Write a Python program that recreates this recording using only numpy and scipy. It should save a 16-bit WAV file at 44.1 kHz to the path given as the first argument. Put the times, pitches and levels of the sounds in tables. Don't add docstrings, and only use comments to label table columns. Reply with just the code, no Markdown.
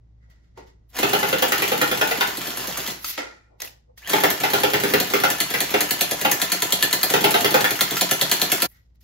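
import sys
import numpy as np
from scipy import signal
from scipy.fft import rfft, irfft, next_fast_len
from scipy.io import wavfile
from scipy.ndimage import uniform_filter1d, minimum_filter1d

SR = 44100
rng = np.random.default_rng(int(sys.argv[2]) if len(sys.argv) > 2 else 0)


def invert_db(level):
    return 10 ** (np.asarray(level, dtype=float) / 20)


def master(y):
    cut = np.clip(np.atleast_2d(y).T, -1, 1)
    pcm = np.round(cut * 32767)
    wavfile.write(sys.argv[1], SR, pcm.astype(np.int16))


N = 398223

WHIRR_FED_DB = -33

# start_s, cycle_s, slowing_s (per shot squared), fed_crack_db, dry_crack_db
BURSTS = [
    (.9962, .09652, 0.00014, -18.5, -14),
    (4.1044, .09901, .000066, -20, -12),
    (7.1092, .0991, .00011, -17.5, -10.5),
]
FEED = ["oooooooooooooxxxxxxx", "oo-oooooo-oo--o-o----o--------", "ooooooo-o-------"]


def shots():
    rows = []
    for (start, cycle, slowing, fed_db, dry_db), feed in zip(BURSTS, FEED):
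        crack_db = {"-": dry_db, "o": fed_db, "x": fed_db - 1.5}
        whirr_db = {"-": -38, "o": WHIRR_FED_DB, "x": -40}
        for k, kind in enumerate(feed):
            first = k == 0
            s = start + cycle * k + slowing * k * k - 0.0075 * first
            s -= 0.0026 * (kind == "x") + 0.0005 * feed[:k].count("x")
            rows.append((s, crack_db[kind] + 2.5 * first, kind == "-", whirr_db[kind]))
    return np.transpose(rows)


# freq_hz, gain_db
CRACK = [(200, -61.5), (600, -9), (2000, 2), (3500, -4.5), (6000, -1), (9000, 1), (12000, 0), (15500, -6)]
# freq_hz, width_hz, gain_db
RECEIVER = [(702, 43, 0.5), (984, 37, 0.5), (1370, 200, -4.5), (1787, 49, 4.5), (2180, 100, -9),
            (3000, 130, -2.5), (3430, 360, -7)]
# freq_hz, width_hz, gain_db
PISTON_HEAD = [(3370, 950, 0), (4360, 440, 1.5), (7400, 1900, -3.5), (12500, 6000, 1)]


def piston():
    s, db = shots()[:2]
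    db = db + 1.2 * rng.standard_normal(len(s))
    slam = bursts(s, db, t60=0.021, same=0.45, rise=0.0014)
    latch = bursts(s - 0.018, db - 11.5, t60=0.018, same=0.6)
    crack = slam + latch
    rattle = bursts(s + 0.001, db - 4, t60=0.045, same=0.33, grit_db=3.0, rise=0.0018)
    head = filtered(bursts(s, db + 9.5, t60=0.0045, same=0.6), modes(PISTON_HEAD))
    delayed = invert_db(6.5) * np.roll(crack, shift=70)
    ring = filtered(delayed, lambda hz: modes(RECEIVER)(hz) * above(200)(hz))
    return head + filtered(crack + rattle, colour(CRACK)) + ring


def whirr_contour():
    s, _, _, db = shots()
    pulls = []
    for part in np.split(np.arange(len(s)), [len(FEED[0])]):
        start = s[part[0]]
        run_up = [(start, WHIRR_FED_DB - 29.5), (start + 0.13, WHIRR_FED_DB)]
        pulls.append(run_up + list(zip(s[part[2:]], db[part[2:]])))
    return curves(pulls)[0]


# freq_hz, gain_db
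WHIRR = [(60, -62), (130, -9.5), (300, -4.5), (700, -1.5), (1500, -2.5), (3500, -5.5), (6500, -8),
         (10000, -7.5), (15500, -10.5)]
# time_s, whirr_db, whine_hz, whine_db
SPIN = [
    [(.89, -82.5, 494, -94.5), (.93, -55.5, 1014, -79), (.96, -32.5, 1400, -56.5),
     (1.0, -32.5, 1478, -41.5), (2.88, -36, 1444, -59.5), (2.96, -48.5, 1270, -69), (3.04, -59, 880, -73)],
    [(4.0, -63, 598.3, -92), (4.02, -61, 798, -53), (4.038, -56, 1343, -54), (4.06, -49.5, 1592, -47),
     (4.1, -29.5, 1640, -49), (4.3, -39, 1440, -56), (8.7, -39, 1440, -63)],
]
# freq_hz, width_hz, gain_db
HOUSING = [(1610, 200, -3), (2500, 1800, 1)]


def gears():
    shot_s = shots()[0]
    turn = np.interp(np.arange(N) / SR, shot_s, np.arange(len(shot_s)))
    teeth = invert_db(np.cos(2 * np.pi * 22 * turn) + 1.1 * (turn % 1))
    grit = invert_db(5.3 * unit(uniform_filter1d(rng.standard_normal(N), 60)))
    whirr = filtered(unit(teeth * grit) * rng.standard_normal(N), colour(WHIRR))
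    spin_db, whine_hz, whine_db = curves(SPIN)
    flutter = 1 + 0.03 * unit(uniform_filter1d(rng.standard_normal(N), 400))
    phase = 2 * np.pi * np.cumsum(whine_hz * flutter) / SR
    whine = invert_db(whine_db) * grit * (np.sin(phase) + 1.1 * np.sin(2 * phase))
    whirr_gain = invert_db(np.maximum(whirr_contour() - 2.5, spin_db))
    return whirr_gain * unit(whirr) + filtered(whine, modes(HOUSING))


# freq_hz, width_hz, gain_db
MUZZLE = [(137.4, 53, 2), (186, 76, 1), (302.4, 38, 2), (404, 55, 1)]
# freq_hz, width_hz, gain_db
BARREL = [(500, 200, -5), (712, 120, 1.5)]


def muzzle():
    s, crack_db, dry, _ = shots()
    chance = rng.standard_normal((len(s), 3))
    db = crack_db + np.where(dry, -13.5, -7.5) + 12.5 + 0.8 * chance[:, 0]
    low = -pushes(s + 0.0043, db, size=40)
    low += bursts(s + 0.00509, db - 1.5, t60=0.25, same=0.45, rise=0.002)
    bright_db = db + np.where(dry, -2.5, -8) + 1.5 * chance[:, 1]
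    bright = -pushes(s + 0.0071 + 0.00078 * chance[:, 2], bright_db - 3, size=40)
    bright += bursts(s + 0.005, bright_db + 1, t60=0.25, same=0.43, rise=0.002)
    low = filtered(low, lambda hz: modes(MUZZLE)(hz) * above(82)(hz) / (1 + (hz / 1200) ** 4))
    return low + filtered(bright, lambda hz: modes(BARREL)(hz) / (1 + (hz / 1300) ** 4))


# time_s, snap_peak_db, hollow_db (over snap), panel_db (over
# snap), drum_hz
HITS = [(1.0292, -9, -6, -4, 400), (1.132, -7, -8.5, -8.5, 414), (1.228, -13.5, -5.5, -2, 403),
        (1.3264, -14, -4, -5.5, 516), (1.4223, -6.5, -10, -9, 509), (1.5199, -7.5, -15, -17.5, 398),
        (1.62, -8.5, -12, -13.5, 399), (1.717, -11, -6.5, -8.5, 500), (1.8139, -8, -10.5, -10, 503),
        (1.9129, -12, -7.5, -10.5, 500), (2.0118, -9, -10, -7, 427), (2.1103, -10.5, -16, -8, 460),
        (2.2083, -9, -18.5, -7.5, 404),
        (4.132, -10, -6.5, -4, 401), (4.2354, -7, -9, -7, 407), (4.4344, -13.5, -9.5, -2.5, 404),
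          (4.5336, -9, -9, -8.5, 403), (4.6333, -11.5, -4.5, -7, 407), (4.734, -11.5, -5.5, -12.5, 416.3),
          (4.8351, -12.5, -4.5, -16, 405), (4.9362, -8.5, -6.5, -14, 414),
          (5.136, -11.5, -4.5, -14.5, 402.4), (5.236, -9, -10.5, -6.5, 530),
          (5.5387, -12, -13.5, -17.5, 484), (5.7391, -14.5, -2.5, -4, 412), (6.2487, -12.5, -8, -3.5, 528),
        (7.1372, -12.5, -4, -5.5, 413), (7.2408, -9.5, -5, -5, 409), (7.3409, -11, -11, -2, 404),
          (7.4449, -10.5, -9.5, -12, 410), (7.5413, -10, -7.5, -5.5, 504), (7.642, -9.5, -18, -15, 484)]
# freq_hz, gain_db
SNAP = [(200, -63), (600, -6.5), (2000, 1), (4500, -8.5), (7000, -13.5), (10500, -9.5), (13000, -13),
        (15500, -8)]
# freq_hz, width_hz, gain_db
FLAPS = [(940, 58, -3), (1400, 220, 2.5), (2140, 350, -5), (2530, 220, -1), (3490, 1000, -5)]
HOLLOW = [(98, 43, -2.5), (211.4, 180, -3.5), (298.2, 24, 4.5), (473, 120, 3.5), (1385, 140, -5.5)]
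PANEL = [(614, 49, -4.5), (727, 120, -1), (867, 67, 0)]


def box():
    s, db, boom_db, panel_db, drum_hz = np.transpose(HITS)
    snap = bursts(s, db + 8.3, t60=0.018, same=0, grit_db=2, rise=0.0013)
    snap += bursts(s + 0.002, db - 1, t60=0.051, same=0, grit_db=5, rise=0.0025)
    slap_db = -0.5 + 0.35 * (db + panel_db + 19) + 1.6 * rng.standard_normal(len(s))
    slap = bursts(s, slap_db, t60=0.025, same=0.35, grit_db=2.5, rise=0.0016)
    bright = filtered(snap, colour(SNAP)) + filtered(slap, modes(FLAPS))

    def shake(level_db):
        push = pushes(s + 0.001, level_db + 16.5, size=24)
        return push + bursts(s + 0.00198, level_db + 16.5, t60=0.12, same=0)

    hollow = filtered(shake(db + boom_db - 6.5), lambda hz: modes(HOLLOW)(hz) * above(80)(hz))
    panel = filtered(shake(db + panel_db), lambda hz: modes(PANEL)(hz) * above(300)(hz))
    t = np.arange(6000) / SR
    swell = invert_db(-60 * t / 0.14) * (1 - np.exp(-t / 0.0085))
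    rows = invert_db(db + boom_db + 1.5)[:, None] * swell * np.sin(2 * np.pi * np.outer(drum_hz, t))
    at = np.round(s * SR).astype(int)[:, None] + np.arange(len(t))
    drum = np.bincount(at.ravel(), rows.ravel(), N)
    return bright, hollow + panel, drum


# time_s, peak_db, ring_hz, ring_t60_s, wet_db
TICKS = [(0.299, -53, 2030, 0.06, -10), (0.302, -58, 3220, 0.03, -8), (0.673, -55, 3000, .02, -5),
         (0.947, -33.5, 796, 0.021, -15.5), (0.966, -17, 1720, 0.029, -19),
         (2.308, -17, 2160, 0.013, -16.5), (2.41, -17.5, 3240, 0.013, -16), (2.504, -17, 3520, 0.02, -4),
         (2.604, -21, 3590, 0.02, 0), (2.703, -24, 3500, .015, -12), (2.771, -17, 1200, 0.025, -5),
         (2.803, -16, 3500, 0.019, -6), (2.864, -16.5, 3200, 0.036, -8), (2.903, -16, 3510, 0.013, 1.5),
         (3.044, -15, 1300, 0.032, -4), (3.045, -17, 4900, 0.025, -9), (3.601, -28, 2600, 0.03, -16),
         (3.603, -26, 3920, 0.034, -16), (3.604, -29, 5100, 0.025, -19.5), (3.619, -13.5, 6170, 0.018, -11),
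         (3.649, -28, 2020, 0.036, -11), (3.675, -27, 2690, 0.027, -9), (3.976, -35, 1860, 0.027, -3),
         (4.02, -38, 1920, 0.021, -5.5), (4.074, -20.5, 1860, 0.042, -19.5),
         (6.193, -27.5, 1720, 0.025, -23), (7.755, -21, 2980, 0.03, -2), (7.958, -15, 5900, 0.017, -17.5),
         (7.968, -13, 1370, 0.06, -6.5), (8.09, -17.5, 3850, 0.01, -18)]


def ticks():
    dry, wet = np.zeros((2, N + SR))
    t = np.arange(4096) / SR
    for s, db, hz, t60, wet_db in TICKS:
        click = invert_db(db - 60 * t / t60) * (1 - np.exp(-t / 0.00056)) * rng.standard_normal(len(t))
        ring = invert_db(db - 10.0 - 60 * t / t60) * np.sin(2 * np.pi * hz * t)
        at = round(s * SR)
        dry[at:at + len(t)] += 0.45 * click + ring
        wet[at:at + len(t)] += invert_db(wet_db) * click
    return dry[:N], wet[:N]


# time_s, level_db, brightness_db
KNOCKS = [
    (.574, -33, -22),
    (.987, -23.5, -28),
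    (3.177, -27, -7.5),
]
# freq_hz, width_hz, gain_db
STOCK = [(238, 120, -9.5), (380, 150, -5), (520, 63, -1.5), (820, 270, -5.5), (1400, 340, -7.5),
         (1800, 80, -7), (2290, 2100, -5)]
BUZZ = [(377, 90, -12), (843, 50, -3), (1380, 130, 0), (1815, 80, -3.5), (2380, 180, -5)]


def stock():
    s, db, bright_db = np.transpose(KNOCKS)
    hard = bursts(s, db + bright_db, t60=0.05, same=0)
    soft = filtered(bursts(s, db + 17.5, t60=0.11, same=0), lambda hz: 1 / (1 + (hz / 900) ** 6))
    since = np.arange(N) / SR - s[-1]
    decay = (since > 0) * invert_db(-45 - 60 * np.abs(since) / 0.55)
    buzz = decay * unit(filtered(rng.standard_normal(N), lambda hz: modes(BUZZ)(hz) ** 2))
    return filtered(soft + invert_db(19.5) * hard, modes(STOCK)) + 0.53 * hard + buzz


# peak_s, level_db, rise_s, t60_s, smoothness_db (more hiss, less creak)
STROKES = [(.24, -76, 0.074, .3, -24), (.31, -65, 0.037, 0.4, -15), (.45, -75.5, .2, .6, -12),
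           (.58, -56, 0.033, 0.4, -14), (0.676, -60.5, 0.033, 0.27, -6), (.9, -64, 0.0195, .2, 12),
           (3.1, -31.5, .14, 0.41, 9.5), (3.18, -36, .015, 0.44, -16), (3.62, -36.5, 0.025, 0.23, -1.5),
           (3.65, -44, 0.021, 0.32, 11), (3.98, -49, 0.016, 0.27, 3), (8.69, -66, .02, 0.69, 19),
           (8.766, -65.5, 0.18, 0.26, -16), (8.956, -72, .02, .1, 3), (9.01, -65, 0.014, .9, 6.5)]
# peak_s, level_db, rise_s, t60_s
SHIFTS = [(.3, -68, 0.092, 0.55), (.576, -45, .015, 0.24), (3.18, -32, 0.011, 0.4), (3.53, -57, .1, .3),
          (3.625, -40.5, 0.024, 0.31), (3.9, -63.5, 0.05, .2), (8.68, -69.5, .02, 0.34)]
# peak_s, level_db, rise_s, t60_s
GROANS = [(3.53, -66, .04, .25), (3.775, -66, .02, .15), (3.896, -54, 0.031, .13), (3.944, -68, 0.032, .04)]
# freq_hz, gain_db
CLOTH = [(1200, -10.5), (2800, 1.5), (5000, 2), (9000, -6), (15500, -44)]
# freq_hz, width_hz, gain_db
FRAME = [(506, 45, -1.5), (880, 70, -9.5), (1180, 90, -13)]


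def rustle():
    s, db, rise, t60, smooth_db = np.transpose(STROKES)
    rest_db = -91.5
    crumbs = invert_db(1.7 * unit(uniform_filter1d(rng.standard_normal((2, N)), 250)))

    def stroke(response):
        return unit(filtered(crumbs * rng.standard_normal((2, N)), response))

    low = stroke(lambda hz: modes([(270, 170, -5), (540, 350, 0), (950, 450, -3)])(hz) ** 2)
    hiss = stroke(lambda hz: modes([(12000, 6000, 0)])(hz) ** 2)
    creak = stroke(modes([(1400, 300, -11), (1940, 60, -0.5), (2150, 60, -5)]))
    groan = stroke(lambda hz: modes(FRAME)(hz) ** 2)
    parts = swells(s, db, rise, t60, rest_db) * stroke(colour(CLOTH))
    parts += swells(*np.transpose(SHIFTS), -82.5) * low
    parts += swells(s, db + smooth_db - 4.5, rise, 0.41 * t60, rest_db - 21.5) * hiss
    parts += swells(s, db - 5 - 0.62 * smooth_db, rise, t60, rest_db + 3) * creak
    parts += swells(*np.transpose(GROANS), rest_db - 15.5) * groan
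    return diffuse(parts)


# freq_hz, level_db
HUM = [(58, -52), (111, -60.5), (166, -86.5)]
# freq_hz, density_db (per Hz)
AIR = [(15, -33), (25, -9), (95, -7.5), (147, -12), (193, -19), (630, -33), (1910, -48.5), (6070, -53.5),
       (9000, -65.5), (11700, -102), (19800, -120)]
# time_s, gain_db
DUCK = [(0, 2.5), (2.8, 2.5), (3.2, -5), (3.7, -0.5), (8.6, -0.5), (9.03, -1.5)]


def floor():
    t = np.arange(N) / SR

    def drift(size):
        return unit(uniform_filter1d(uniform_filter1d(rng.standard_normal(N), size), size))

    hum = np.zeros(N)
    for hz, db in HUM:
        swell_db, slip = 1.8 * drift(3000), 0.5 * drift(6000)
        hum += invert_db(db + swell_db) * np.sin(2 * np.pi * hz * t + slip)
    air = diffuse(invert_db(-61) * unit(filtered(rng.standard_normal((2, N)), colour(AIR))))
    return invert_db(np.interp(t, *np.transpose(DUCK))) * (0.87 * hum + air)


# freq_hz, t60_s
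WALLS = [(120, 0.65), (400, 0.38), (1500, 0.34), (5000, 0.29), (13000, 0.19)]


def room(x, count):
    wet, phase = np.zeros((2, N)), np.arange(N) / SR / 0.7
    for k in range(count):
        hz, t, z = signal.stft(rng.standard_normal((2, SR // 2)), SR, nperseg=256)
        decay = invert_db(-60 * t / along(WALLS, hz)[:, None])
        tail = signal.istft(z * decay, SR, nperseg=256)[1]
        tail /= np.linalg.norm(tail[0])
        share = np.sqrt(2 / count) * np.cos(np.pi * (phase + k / count)) if count > 1 else 1
        late = np.pad(share * x, (120, 0))[None]
        wet += signal.fftconvolve(late, tail, axes=1)[:, :N]
    return diffuse(wet)


# freq_hz, correlation
ALIKE = [(60, 0.78), (200, 0.88), (500, -0.43), (6000, 0.037), (7600, -0.5), (8300, 0.026), (9800, -0.59),
         (11000, -0.3), (12800, 0.31)]


def diffuse(pair):
    def shares(hz):
        turn = np.arccos(np.clip(along(ALIKE, hz), -1, 1)) / 2
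        return np.array([np.cos(turn), np.sin(turn)])

    mid, side = filtered(pair, shares)
    return np.array([mid + side, mid - side])


def ports(x, lead):
    return filtered(x, lambda hz: np.exp(0.5j * np.outer([1, -1], along(lead, hz))))


def bursts(times, db, t60, same, grit_db=0, rise=0.00022):
    t = np.arange(2048) / SR
    same = np.clip(same, 0, 1)
    common = rng.standard_normal(len(t))
    noise = same * common + np.sqrt(1 - same ** 2) * rng.standard_normal((len(times), len(t)))
    crumbs = unit(invert_db(grit_db * rng.standard_normal((len(times), len(t) // 32)))).repeat(32, 1)
    decay = invert_db(db[:, None] - 60 * t / t60)
    rows = decay * (1 - np.exp(-t / rise)) * (1 - (t / t[-1]) ** 6) * noise * crumbs
    at = np.round(times * SR).astype(int)[:, None] + np.arange(len(t))
    return np.bincount(at.ravel(), rows.ravel(), N + SR)[:N]


# delay_s, gain_db
NEAR = [
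    (.0045, -4.5),
    (.016, -10),
    (.027, -6.5),
]


def pushes(times, db, size):
    out = np.zeros(N + SR)
    for late, gain_db in [(0.00062, 0.027)] + NEAR:
        out += np.bincount(np.round((times + late) * SR).astype(int), invert_db(db + gain_db), N + SR)
    return np.convolve(out, np.hanning(size))[:N]


def swells(s, db, rise, t60, rest_db):
    t = np.arange(0, N, 32)[:, None] / SR
    level_db = db - np.maximum(30 * (s - t) / rise, 60 * (t - s) / t60)
    gain = np.sqrt(np.sum(invert_db(2 * level_db), axis=1) + invert_db(2 * rest_db))
    return np.interp(np.arange(N) / SR, t[:, 0], gain)


def curves(spans):
    t, out = np.arange(N) / SR, -150.
    for rows in spans:
        s, *cols = np.transpose(rows)
        out = np.where((t >= s[0]) & (t <= s[-1]), [np.interp(t, s, c) for c in cols], out)
    return out


def along(points, hz):
    f, v = np.transpose(points)
    return np.interp(np.log(hz + 1), np.log(f + 1), v)


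def unit(x):
    return x / np.sqrt(np.mean(x ** 2) + 1e-20)


def filtered(x, response):
    m = next_fast_len(N + SR // 2)
    return irfft(rfft(x, m) * response(np.fft.rfftfreq(m, 1 / SR)), m)[..., :N]


def colour(points):
    return lambda hz: invert_db(along(points, hz))


def modes(rows):
    def response(f):
        total = 0
        for k, (centre, width, db) in enumerate(rows):
            damping = 1j * f * width
            total = total + (-1) ** k * invert_db(db) * damping / (centre * centre - f * f + damping)
        return total
    return response


def above(edge_hz):
    return lambda hz: (1j * hz / (edge_hz + 1j * hz)) ** 3


# freq_hz, lead_rad
FROM_GUN = [(100, 0.5), (4000, 0.5), (6000, 2), (8500, -5), (10000, 1), (12500, 9.5), (16000, -9)]
FROM_BOX = [(150, 0.5), (420, -1.08), (900, -2), (2500, -2), (4200, -6.5), (7000, -4.5), (9000, 2),
            (12500, -1), (16000, -1.5)]
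# time_s, gain_db
FADE = [(0, 0), (8.661, 5.5), (8.679, -30), (8.72, -71)]


def scene():
    gun, pop = piston() + gears(), muzzle()
    target, boom, drum = box()
    bump = filtered(stock(), above(140))
    tick, tick_wet = filtered(np.array(ticks()), above(300))
    direct = ports(gun + pop + tick + bump, FROM_GUN) + ports(target + boom + drum, FROM_BOX)
    wet = room(invert_db(1.0) * gun + invert_db(3.5) * target + tick_wet + invert_db(1) * bump, count=3)
    wet += room(invert_db(-11.5) * pop + invert_db(-2.0) * boom + invert_db(-9.5) * drum, count=1)
    fade = invert_db(np.interp(np.arange(N) / SR, *np.transpose(FADE)))
    return (direct + wet) * fade + rustle() + floor()


def gated_bands(x):
    hz, t, z = signal.stft([x[0] + x[1], x[0] - x[1]], SR, nperseg=256, noverlap=192)
    level = np.sum(np.abs(z[:, hz > 5000]) ** 2, (0, 1)) + 1e-14
    before = np.roll(uniform_filter1d(level, size=9), 8)
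    steady = minimum_filter1d(1. * (level < invert_db(17) * before), size=2)
    edge = rng.standard_normal((3, len(t) // 16 + 1)).repeat(16, 1)[:, :len(t)]
    f = hz[:, None]
    hole = (f > 7800 + 200 * edge[0]) & (f < 10250 + 250 * edge[1])
    z[0] *= (1 - steady * (hole | (f > 15800))) * np.where(hole, invert_db(-6), 1)
    z[1] *= 1 - steady * (f > 12200 + 250 * edge[2])
    z[1] *= np.where(f > 12200, invert_db(-9.5), 1)
    mid, side = signal.istft(z, SR, nperseg=256, noverlap=192)[1][:, :N] / 2
    return np.array([mid + side, mid - side])


def roll_off(x):
    return signal.sosfilt(signal.butter(12, 16960, fs=SR, output="sos"), x)


def record(dry):
    x = filtered(dry, lambda hz: 1 / (1 + (hz / 16300) ** 60) / (1 + (22 / (hz + 1)) ** 2))
    limited = x / (1 + np.abs(x / 1.2) ** 4) ** (1 / 4)
    return roll_off(gated_bands(limited))


dry = scene()
out = record(dry)
master(out)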